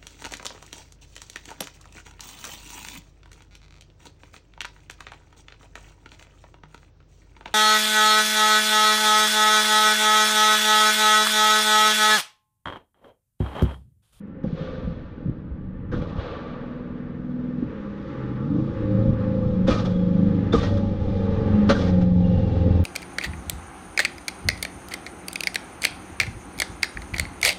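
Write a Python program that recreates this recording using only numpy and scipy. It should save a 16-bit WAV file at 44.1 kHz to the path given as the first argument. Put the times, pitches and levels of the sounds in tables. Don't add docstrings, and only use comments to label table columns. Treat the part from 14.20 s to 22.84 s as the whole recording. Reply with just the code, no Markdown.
import sys
import numpy as np
from scipy import signal
from scipy.fft import rfft, irfft, next_fast_len
from scipy.io import wavfile

SR = 44100
rng = np.random.default_rng(int(sys.argv[2]) if len(sys.argv) > 2 else 0)


def unload_wav(signal):
    wavfile.write(
        sys.argv[1],
        SR,
        np.round(np.clip(np.atleast_2d(signal).T, -1, 1) * 32767).astype(np.int16),
    )


N = 381024
TIME = np.arange(N) / SR
HZ = np.maximum(np.fft.rfftfreq(N, 1 / SR), 1)

# (time [s], level [dB])
BUFFETING = [(0,-63),(.6,-42.5),(1.0,-50.5),(1.7,-43.5),(2.2,-51.5),(3.9,-52),(4.7,-40.5),(5.8,-38),(6.2,-42),(6.6,-38),(7.2,-36.5),(7.8,-37.5),(8.64,-39.5)]
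# (time [s], level [dB])
GUSTS = [(.63,-32),(1.59,-36),(1.735,-24),(4.87,-17.5),(5.25,-25),(5.48,-29.5),(6.35,-23.5),(7.17,-35.5),(8.15,-20),(8.49,-28)]
# (frequency [Hz], density [dB per Hz])
RUMBLE_COLOUR = [(10,-12),(22,-4.5),(40,-6.5),(70,-3.5),(110,-5),(180,-9),(300,-28.5)]
# (frequency [Hz], density [dB per Hz])
HUSH_COLOUR = [(350,9),(700,0.5),(1500,-6),(3000,-20.5),(6000,-33.5),(7500,-40.5)]
# (time [s], tyre level [dB], tailpipe hiss level [dB])
ROAD_LEVELS = [(0,-49.5,-81),(1.5,-50,-78),(3,-44.5,-65.5),(3.9,-41.5,-55.5),(4.5,-40,-56.5),(5.3,-40,-56),(6.75,-40.5,-52),(7.4,-35.5,-48),(7.9,-41.5,-52.5),(8.25,-40,-48.5),(8.64,-37,-48.5)]
# (frequency [Hz], density [dB per Hz])
TYRE_COLOUR = [(250,8),(325,15),(375,4.5),(450,10.5),(545,9),(690,-23.5),(835,-4.5),(945,-9.5),(1200,-6),(1450,-7.5),(1850,-8),(2200,-15),(3200,-22.5),(6000,-53.5)]
# (frequency [Hz], density [dB per Hz])
INTAKE_COLOUR = [(720,-23),(835,1),(950,-12.5),(1110,0.5),(1280,-3.5),(1420,-11),(1700,-23)]
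# (time [s], level [dB])
INTAKE_LEVEL = [(0,-66),(1.65,-64),(1.85,-47),(2.2,-51.5),(3,-64.5),(4,-50.5),(4.6,-48.5),(6,-51.5),(6.7,-55.5),(7.3,-47),(8,-58.5),(8.64,-52)]

# (time [s], level [dB], held open [s], fall [dB/s], first treble corner [Hz])
BLOW_OFFS = [(.235,-48.5,0.18,48,4020),(1.712,-39.5,0.11,26,3620),(5.468,-27.5,0.053,83,6010),(6.32,-30,0.11,111,6960),(7.476,-32,0.17,110,6330)]
# (time [s], level [dB], rise [s], half-life [s], first treble corner [Hz])
WASHES = [(.34,-33,0.059,0.18,3750),(1.955,-30,0.045,0.22,3170)]
# (frequency [Hz], density [dB per Hz])
AIR_COLOUR = [(220,-10.5),(320,12.5),(385,3),(480,13),(570,7.5),(680,2.5),(900,-5),(1200,1),(1700,-6),(2400,-11.5),(3600,-7),(5000,-11),(6400,-15),(7600,-23),(10000,-27.5),(11500,-37),(14000,-34.5)]

# (time [s], level [dB], pitch [Hz])
POPS = [(0.241,-9,213),(.268,-16.5,164),(0.328,-12.5,158.3),(0.409,-15.5,160.3),(0.674,-15.5,179),(1.059,-12,174.4),(1.084,-12,138),(1.094,-14.5,251),(1.314,-24.5,70.7),(1.723,-23,422),(1.738,-10.5,307),(1.755,-28.5,129.4),(1.79,-15.5,193.3),(1.809,-20,121.3),(1.83,-21,150.4),(1.869,-22,143.4),(1.928,-19.5,197),(1.957,-18.5,173),(1.982,-17,81.3),(3.425,-7.5,263),(4.788,-17,102)]
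# (time [s], crack level [dB], crack length [s],
# thump level [dB], thump pitch [Hz], squeal level [dB], squeal pitch [Hz])
BANGS = [(0.233,-48,0.0093,-20,523,-46.5,1580),(1.716,-42.5,0.031,-20.5,474,-37,1411),(5.47,-28,0.044,-5,525,-42.5,3450),(6.325,-24,0.022,-4.5,465.5,-38,3600),(7.49,-15,0.027,-7.5,562,-35,4145)]
# (frequency [Hz], density [dB per Hz])
CRACK_COLOUR = [(150,12),(300,13),(800,4),(970,-1),(1300,6.5),(2100,-10),(3100,-8.5),(3600,-6),(4000,-10.5),(4800,-13.5),(6400,-17),(7700,-32),(10000,-33.5),(12000,-50.5),(14000,-32.5)]
# (frequency [Hz], level [dB], time to fall 60 dB [s])
SILENCER = [(171,-14,0.02),(238.4,4,0.055),(295,-10,0.2),(796,-14.5,0.07),(1107,-26.5,0.1)]
# (time [s], level [dB])
SPITS = [(5.649,-28.5),(6.427,-27),(6.568,-33.5),(7.609,-36),(7.667,-36.5),(7.811,-35.5)]
# (time [s], length [s], level [dB], first pitch [Hz], last pitch [Hz])
WHISTLES = [(5.498,0.1,-36.5,1260,1187),(5.661,0.22,-58.5,3377,3300),(6.321,.018,-28,3550,3610),(6.336,0.042,-29.5,1240,1160),(6.38,.075,-53.5,3616,3550),(6.403,0.089,-44.5,1900,1866),(7.547,0.032,-36,1637,1385),(8.031,.45,-57.5,2840,2726)]

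# (time [s], four-stroke cycles per second [Hz])
REVS = [(0,22.6),(.4,21.7),(1.1,20.9),(2.2,20.4),(3.3,20.7),(3.8,20.1),(4.14,17.5),(4.2,18.2),(4.26,20.3),(4.3,22.8),(4.35,24.8),(4.42,26.4),(4.54,28.4),(4.62,27.6),(4.72,27.1),(4.84,28.2),(5.0,26.9),(5.12,27.3),(5.3,26.6),(6.1,25.3),(6.7,24.2),(7.0,24.2),(7.17,23.4),(7.3,23.5),(7.5,22.7),(7.75,22.7),(8.0,22.2),(8.12,22.3),(8.64,21.1)]
# (time [s], level [dB])
EXHAUST_LEVEL = [(0,-51.5),(.4,-41.5),(1.0,-44),(1.5,-48),(2.15,-50.5),(2.9,-45.5),(3.4,-42),(3.5,-43.5),(3.8,-49.5),(4.1,-41.5),(4.38,-34),(4.55,-37),(4.8,-31.5),(5.3,-31.5),(5.75,-32.5),(6.15,-30),(6.8,-32),(7.35,-27.5),(7.9,-29),(8.64,-25)]
LEADING_ORDERS = (3, 4, 5, 7, 8, 9, 10, 11, 12)
COAST_ORDERS_DB = [-13, -6.5, -9.5, -8, -4.5, -4.5, -6.5, -12, -1.5]
THROTTLE_ORDERS_DB = [-17.5, -13, -25.5, 1, 1, 6, -4, 2.5, 8.5]
OVERRUN_ORDERS_DB = [-15.5, 1.5, -11, -20.5, -0.5, -3.5, -19.5, -12.5, -11.5]
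# (middle [s], half length [s], order [-], level [dB])
ORDER_SWELLS = [(.03,.08,9,-39),(1.5,.2,9,-40),(3.25,.15,12,-38),(3.7,.18,10,-36),(4.1,.17,7,-34),(4.13,.15,11,-37),(4.12,.07,16,-40),(4.23,.05,11,-35),(4.25,.06,7,-36),(4.33,.04,9,-34),(4.37,.08,12,-29),(4.43,.07,5,-31),(4.42,.04,8,-33),(4.7,.13,11,-32),(4.8,.14,4,-31),(4.76,.08,7,-30),(4.79,.16,19,-34),(5.15,.25,19,-34),(5.15,.12,7,-29),(5.43,.1,7,-25),(5.9,.3,7,-23),(5.9,.25,21,-39),(5.9,.27,19,-39),(6.03,.16,6,-31),(6.05,.12,8,-22),(6.12,.17,11,-32),(6.55,.17,23,-37),(6.57,.12,4,-35),(6.62,.12,8,-32),(6.6,.12,9,-35),(7.1,.15,23,-36),(7.17,.22,19,-34),(7.42,.13,9,-20),(7.8,.13,23,-35),(7.9,.25,8,-20),(8.15,.11,23,-33),(8.25,.4,5,-29),(8.1,.15,13,-35),(8.62,.22,4,-24)]
# (middle [s], half length [s], burble change [dB], rasp change [dB])
EXHAUST_SWELLS = [(0.496,0.2,-5,9.5),(0.73,0.063,-3,2),(1.798,0.094,8,18),(4.13,0.087,2.5,-4.5),(4.364,0.077,8.5,3),(4.825,0.17,4,1),(6.084,0.17,3.5,-2.5),(7.06,0.3,-7.5,2.5),(7.629,0.068,3,4),(8.473,0.027,4.5,8.5)]
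# (middle [s], half length [s], level change [dB])
MISSES = [(0.893,0.064,-9),(1.272,0.1,-2),(4.191,0.015,-2),(4.966,0.02,-5.5),(6.77,0.039,-3.5)]
# (frequency [Hz], density [dB per Hz])
BURBLE_COLOUR = [(45,-28),(80,-11.5),(120,-1),(190,8),(250,4.5),(315,5),(360,-19.5),(450,-23)]
# (frequency [Hz], density [dB per Hz])
RASP_COLOUR = [(300,-27),(380,-3),(450,1.5),(540,6),(590,-6),(660,-19.5),(800,-43),(970,-36),(1200,-39.5),(1800,-42),(3000,-71.5)]
# (frequency [Hz], density [dB per Hz])
BARK_COLOUR = [(620,-20),(700,-5.5),(780,4),(880,1.5),(960,-33),(1100,-23)]
# (frequency [Hz], density [dB per Hz])
HISS_COLOUR = [(700,-12.5),(980,-1.5),(1220,3),(1450,-1),(2100,-3),(2800,-3),(3600,0),(4500,-6),(5500,-11),(6700,-17.5),(7600,-26),(9500,-33),(12000,-46)]
# (frequency [Hz], gain [dB])
FIXED_RINGS = [(1201,2),(1290,-3.5),(1614,2),(1840,3.5),(2380,7),(2780,2),(3350,4),(3883,1.5),(4147,-1.5),(5028,1)]
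# (delay [s], level [dB])
ECHOES = [(0.018,-8.5),(0.029,-37),(0.092,-24),(0.171,-21)]

HUSH_DB = -70.5
GUST_S = 0.051
PIPE_HZ = 343
CUTOFF_HZ = 14000
VALVE_ATTACK_S, VALVE_DULLS_OCT_PER_S = .011, 0.89
WASH_DULLS_OCT_PER_S = 0.77
WASH_TILT_DB_PER_OCT = -0.5
POP_RUMBLE_DB, POP_RUMBLE_S = -26, 0.048
SPIT_S, WHISTLE_WIDTH_HZ = 0.015, 45
NEAR_DB = -29
BURBLE_DB, BURBLE_FOLLOWS = -28.5, 0.6
RASP_DB, RASP_FOLLOWS = -36.5, 0.91
BARK_DB, BARK_FOLLOWS = -51.5, 0.82
SIDE_ON_S, SIDE_ON_TURN_S, SIDE_ON_DB = 6.24, 0.75, 6.5
CRUISE_FROM_S, CRUISE_TO_S, PEDAL_S = 2.15, 3.46, .1
OVERRUN_S, THROTTLE_CLOSE_S = 4.57, .3
PIPE_SMEAR = .008
RASP_ECHO_S, RASP_ECHO_DB = .075, -6.5
FALTER_DB, FALTER_S = -9.5, 0.088
ORDER_SWELLS_DB = 0.5


def from_db(db):
    return 10 ** (np.asarray(db) / 20)


def rms_one(x):
    return x / np.sqrt(np.mean(x ** 2) + 1e-20)


def in_time(rows):
    s, *columns = np.transpose(rows)
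    return [np.interp(TIME, s, c) for c in columns]


def gain_at(spectrum, hz):
    f, db = np.transpose(spectrum)
    octaves_outside = np.abs(np.log2(hz / np.clip(hz, f[0], f[-1])))
    return from_db(np.interp(np.log(hz), np.log(f), db) - 20 * octaves_outside)


def drift(rate_hz):
    r = np.exp(-80 * np.pi * rate_hz / SR)
    slow = signal.lfilter([1], [1, -2 * r, r * r], rng.standard_normal(N // 40 + 2002))[2000:]
    return np.interp(np.arange(N) / 40, np.arange(len(slow)), rms_one(slow))


def coloured(x, spectrum, reflection=0):
    pipe = 1 / (1 + np.clip(reflection, 0, .8) * np.exp(-2j * np.pi * HZ / PIPE_HZ))
    return rms_one(irfft(rfft(x) * gain_at(spectrum, HZ) * pipe, N))


def noise(spectrum, reflection=0):
    return coloured(rng.standard_normal(N), spectrum, reflection)


def ramp(middle_s, length_s):
    return np.clip((TIME - middle_s) / length_s + .5, 0, 1)


def bump(middle_s, half_length_s):
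    return np.exp(-((TIME - middle_s) / half_length_s) ** 2)


def burst(s, length, rise):
    age = np.maximum(TIME - s, 0)
    return (1 - np.exp(-age / rise)) / (1 + (age / length) ** 4)


def ring(t, hz, t60, rise=0.0054):
    return np.sin(2 * np.pi * hz * t) * from_db(-60 * t / t60) * (1 - np.exp(-t / rise))


def add(out, s, sound):
    i = max(int(s * SR), 0)
    out[i:i + len(sound)] += sound[:N - i]


def delayed(x, delay):
    return np.interp(TIME - delay, TIME, x, left=0)


def hush():
    return from_db(HUSH_DB) * noise(HUSH_COLOUR)


def breeze():
    buffeting = from_db(in_time(BUFFETING)[0] + 9.0 + 0.9 * drift(30))
    gusts = sum(from_db(db - 2.5) * burst(s, GUST_S, rise=0.0094) for s, db in GUSTS)
    return noise(RUMBLE_COLOUR) * (buffeting + gusts)


def tyres():
    return noise(TYRE_COLOUR, reflection=0.034) * from_db(in_time(ROAD_LEVELS)[0] + 2.3 * drift(1.9))


def intake():
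    return noise(INTAKE_COLOUR) * from_db(in_time(INTAKE_LEVEL)[0] + 1.4 * drift(11))


def wash():
    gain, corner_hz = 0, np.full(N, WASHES[0][-1], float)
    for s, db, rise, half_life, hz in WASHES:
        age = np.maximum(TIME - s, 0)
        gain = gain + from_db(db) * (1 - np.exp(-age / rise)) / (1 + (age / half_life) ** 1.28)
        corner_hz = np.where(age > 0, hz * 2 ** (-WASH_DULLS_OCT_PER_S * age), corner_hz)
    return gain, corner_hz


def valve():
    gain, corner_hz = 0, np.full(N, BLOW_OFFS[0][-1], float)
    for s, db, hold, fall_db_per_s, hz in BLOW_OFFS:
        age = np.maximum(TIME - s, 0)
        falling_db = db - fall_db_per_s * np.maximum(age - hold, 0)
        gain = gain + from_db(falling_db) * (1 - np.exp(-age / VALVE_ATTACK_S))
        corner_hz = np.where(age > 0, hz * 2 ** (-VALVE_DULLS_OCT_PER_S * age), corner_hz)
    return gain, corner_hz


def blow_off(flutter_db, patchy_db):
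    (jet_gain, jet_hz), (wash_gain, wash_hz) = valve(), wash()
    jet_gain = jet_gain * from_db(flutter_db * drift(32))
    air, out = rfft(noise(AIR_COLOUR, reflection=0.15)), 0
    centres = np.geomspace(600, 12000, num=8)
    for hz, share in zip(centres, np.eye(len(centres))):
        band = irfft(air * np.interp(np.log(HZ), np.log(centres), share), N)
        churning = jet_gain * from_db(patchy_db * drift(45))
        tilted = wash_gain * from_db(WASH_TILT_DB_PER_OCT * np.log2(hz / 2000))
        jet_power = churning ** 2 / (1 + (hz / jet_hz) ** 5)
        wash_power = tilted ** 2 / (1 + (hz / wash_hz) ** 6)
        out = out + band * np.sqrt(jet_power + wash_power)
    return out * from_db(-2.0)


def squeal(hz, width_hz):
    angle = 2 * np.pi * np.cumsum(hz * np.ones(N)) / SR
    return drift(width_hz) * np.sin(angle) + drift(width_hz) * np.cos(angle)


def whistles(rise):
    out = 0
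    for s, length, db, first_hz, last_hz in WHISTLES:
        pitch_hz = np.interp(TIME, [s, s + length], [first_hz, last_hz])
        out = out + from_db(db) * burst(s, length, rise) * squeal(pitch_hz, WHISTLE_WIDTH_HZ)
    return out


def pops(cycles):
    out, t, rumble = np.zeros(N), TIME[:SR // 4], noise(RUMBLE_COLOUR)
    for s, db, hz in POPS:
        add(out, s, from_db(db + 7.0) * ring(t, hz, cycles / hz, rise=0.0046))
        out += rumble * from_db(db + POP_RUMBLE_DB) * burst(s, POP_RUMBLE_S, rise=0.0071)
    return out


def bangs(rise, thump_lag, thump_t60):
    out, t, blast = np.zeros(N), TIME[:SR // 4], noise(CRACK_COLOUR, reflection=0.03)
    boom = sum(from_db(db) * ring(t, hz, t60) for hz, db, t60 in SILENCER)
    for s, crack_db, length, thump_db, hz, squeal_db, squeal_hz in BANGS:
        rush = from_db(crack_db) * blast + from_db(squeal_db) * squeal(squeal_hz, width_hz=280)
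        out += rush * burst(s, length, rise)
        add(out, s + thump_lag, from_db(thump_db) * (ring(t, hz, thump_t60) + boom))
    spits = blast * sum(from_db(db) * burst(s, SPIT_S, rise) for s, db in SPITS)
    return out + spits


def order_tone(turn, k):
    return np.sqrt(2) * np.cos(2 * np.pi * (k * turn + PIPE_SMEAR * k ** 2))


def exhaust_note(turn, waver_db):
    overrun, out = ramp(OVERRUN_S, THROTTLE_CLOSE_S), 0
    cruise = ramp(CRUISE_FROM_S, PEDAL_S) - ramp(CRUISE_TO_S, PEDAL_S)
    orders = zip(LEADING_ORDERS, COAST_ORDERS_DB, THROTTLE_ORDERS_DB, OVERRUN_ORDERS_DB)
    for k, coast_db, open_db, shut_db in orders:
        mix_db = coast_db + (open_db - coast_db) * cruise + (shut_db - coast_db) * overrun
        waver = waver_db * (1 - cruise / 2) * drift(7)
        out = out + from_db(mix_db + waver) * order_tone(turn, k)
    return out


def order_swells(turn, waver_db):
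    flutter_db = waver_db * drift(18)
    return sum(from_db(db + ORDER_SWELLS_DB + flutter_db * k / 10) * bump(s, length) * order_tone(turn, k)
               for s, length, k, db in ORDER_SWELLS)


def falter():
    return FALTER_DB * sum(burst(s, FALTER_S, rise=0.11) for s, *_ in BANGS)


def firings(turn, uneven_db, lag):
    cylinder_db, bank = np.array([-4.0, 0.0, -1.5, 2.5]), np.array([0, 0, 1, 1])
    k = np.arange(int(turn[-1]) * 4)
    cylinder = k % len(bank)
    at = np.searchsorted(turn, k / len(bank) + lag * bank[cylinder])
    pulses = np.zeros(N)
    strength_db = cylinder_db[cylinder] + uneven_db * rng.standard_normal(len(k))
    pulses[np.minimum(at, N - 1)] = from_db(strength_db)
    return pulses


def puffs(pulses, length):
    gate = signal.lfilter([1], [1, -np.exp(-1 / (length * SR))], pulses)
    return rms_one(gate * rng.standard_normal(N))


def exhaust_swells():
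    return sum(np.outer([burble_db, rasp_db], bump(s, length))
               for s, length, burble_db, rasp_db in EXHAUST_SWELLS)


def misses():
    return from_db(sum(db * bump(s, length) for s, length, db in MISSES))


def beating(x):
    return rms_one(x + from_db(RASP_ECHO_DB) * delayed(x, RASP_ECHO_S))


def engine():
    revs, exhaust_db = in_time(REVS)[0], in_time(EXHAUST_LEVEL)[0]
    swing_db = exhaust_db - NEAR_DB
    burble_change_db, rasp_change_db = exhaust_swells()
    turn = np.cumsum(revs * (1 + .0015 * drift(12))) / SR
    pulses = firings(turn, uneven_db=1.8, lag=.035)
    burble_pulses = firings(turn, uneven_db=2.0, lag=0.026)

    note = exhaust_note(turn, waver_db=2.2) * from_db(exhaust_db) + order_swells(turn, waver_db=1.0)
    note = note * from_db(falter())
    burble = coloured(rms_one(burble_pulses) + .5 * puffs(pulses, length=0.018), BURBLE_COLOUR)
    rasp = coloured(rms_one(pulses) + .45 * puffs(pulses, length=.015), RASP_COLOUR)
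    bark = coloured(puffs(pulses, length=0.017) + 0.083 * rms_one(pulses), BARK_COLOUR)
    hiss_gas = puffs(pulses, length=0.034) + 0.12 * rms_one(pulses)
    hiss = coloured(hiss_gas, HISS_COLOUR, reflection=0.048)

    burble_db = BURBLE_DB + BURBLE_FOLLOWS * swing_db + burble_change_db
    rasp_db = RASP_DB + RASP_FOLLOWS * swing_db + rasp_change_db
    bark_db = BARK_DB + BARK_FOLLOWS * swing_db + SIDE_ON_DB * ramp(SIDE_ON_S, SIDE_ON_TURN_S)
    hiss_db = in_time(ROAD_LEVELS)[1] - 4.5
    return (note + burble * from_db(burble_db) + beating(rasp) * from_db(rasp_db)
            + bark * from_db(bark_db) + hiss * from_db(hiss_db))


def fixed_rings(x, width_hz):
    size = next_fast_len(N + SR // 4)
    freqs = np.fft.rfftfreq(size, 1 / SR)
    rings = 1 + sum((from_db(db) - 1) / (1 + 2j * (freqs - hz) / width_hz) for hz, db in FIXED_RINGS)
    return irfft(rfft(x, size) * rings, size)[:N]


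def outdoors(x, dull_hz):
    dull = signal.sosfilt(signal.butter(1, dull_hz, fs=SR, output="sos"), x)
    return x + sum(from_db(db) * delayed(dull, s) for s, db in ECHOES)


def close_reflections(x, share, slide, count=14):
    bearing = (TIME / TIME[-1]) ** 3
    treble = signal.sosfilt(signal.butter(2, 900, "high", fs=SR, output="sos"), x)
    lags_s, slides_s = rng.uniform(.002, .014, count), rng.normal(0, slide, count)
    signs = rng.choice([-1, 1], count)
    back = sum(sign * delayed(treble, lag + move * bearing)
               for lag, move, sign in zip(lags_s, slides_s, signs))
    return x + share / np.sqrt(count) * back


def scene():
    background = tyres() + breeze() + hush()
    explosions = pops(cycles=6.3) + bangs(rise=0.0036, thump_lag=.011, thump_t60=0.082)
    backfire = outdoors(explosions, dull_hz=2500)
    gas = engine() * misses() + intake() + blow_off(flutter_db=1.5, patchy_db=2.2) + backfire
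    car = fixed_rings(gas, width_hz=65) + whistles(rise=.006)
    return close_reflections(car + background, share=0.39, slide=.0004)[None]


def record(dry):
    fade = np.clip(np.minimum(TIME, TIME[-1] - TIME) / .006, 0, 1)
    rounded = 1.109 * np.tanh(dry * fade / 1.069)
    return signal.sosfilt(signal.cheby2(12, 70, CUTOFF_HZ, fs=SR, output="sos"), rounded)


dry = scene()
out = record(dry)
unload_wav(out)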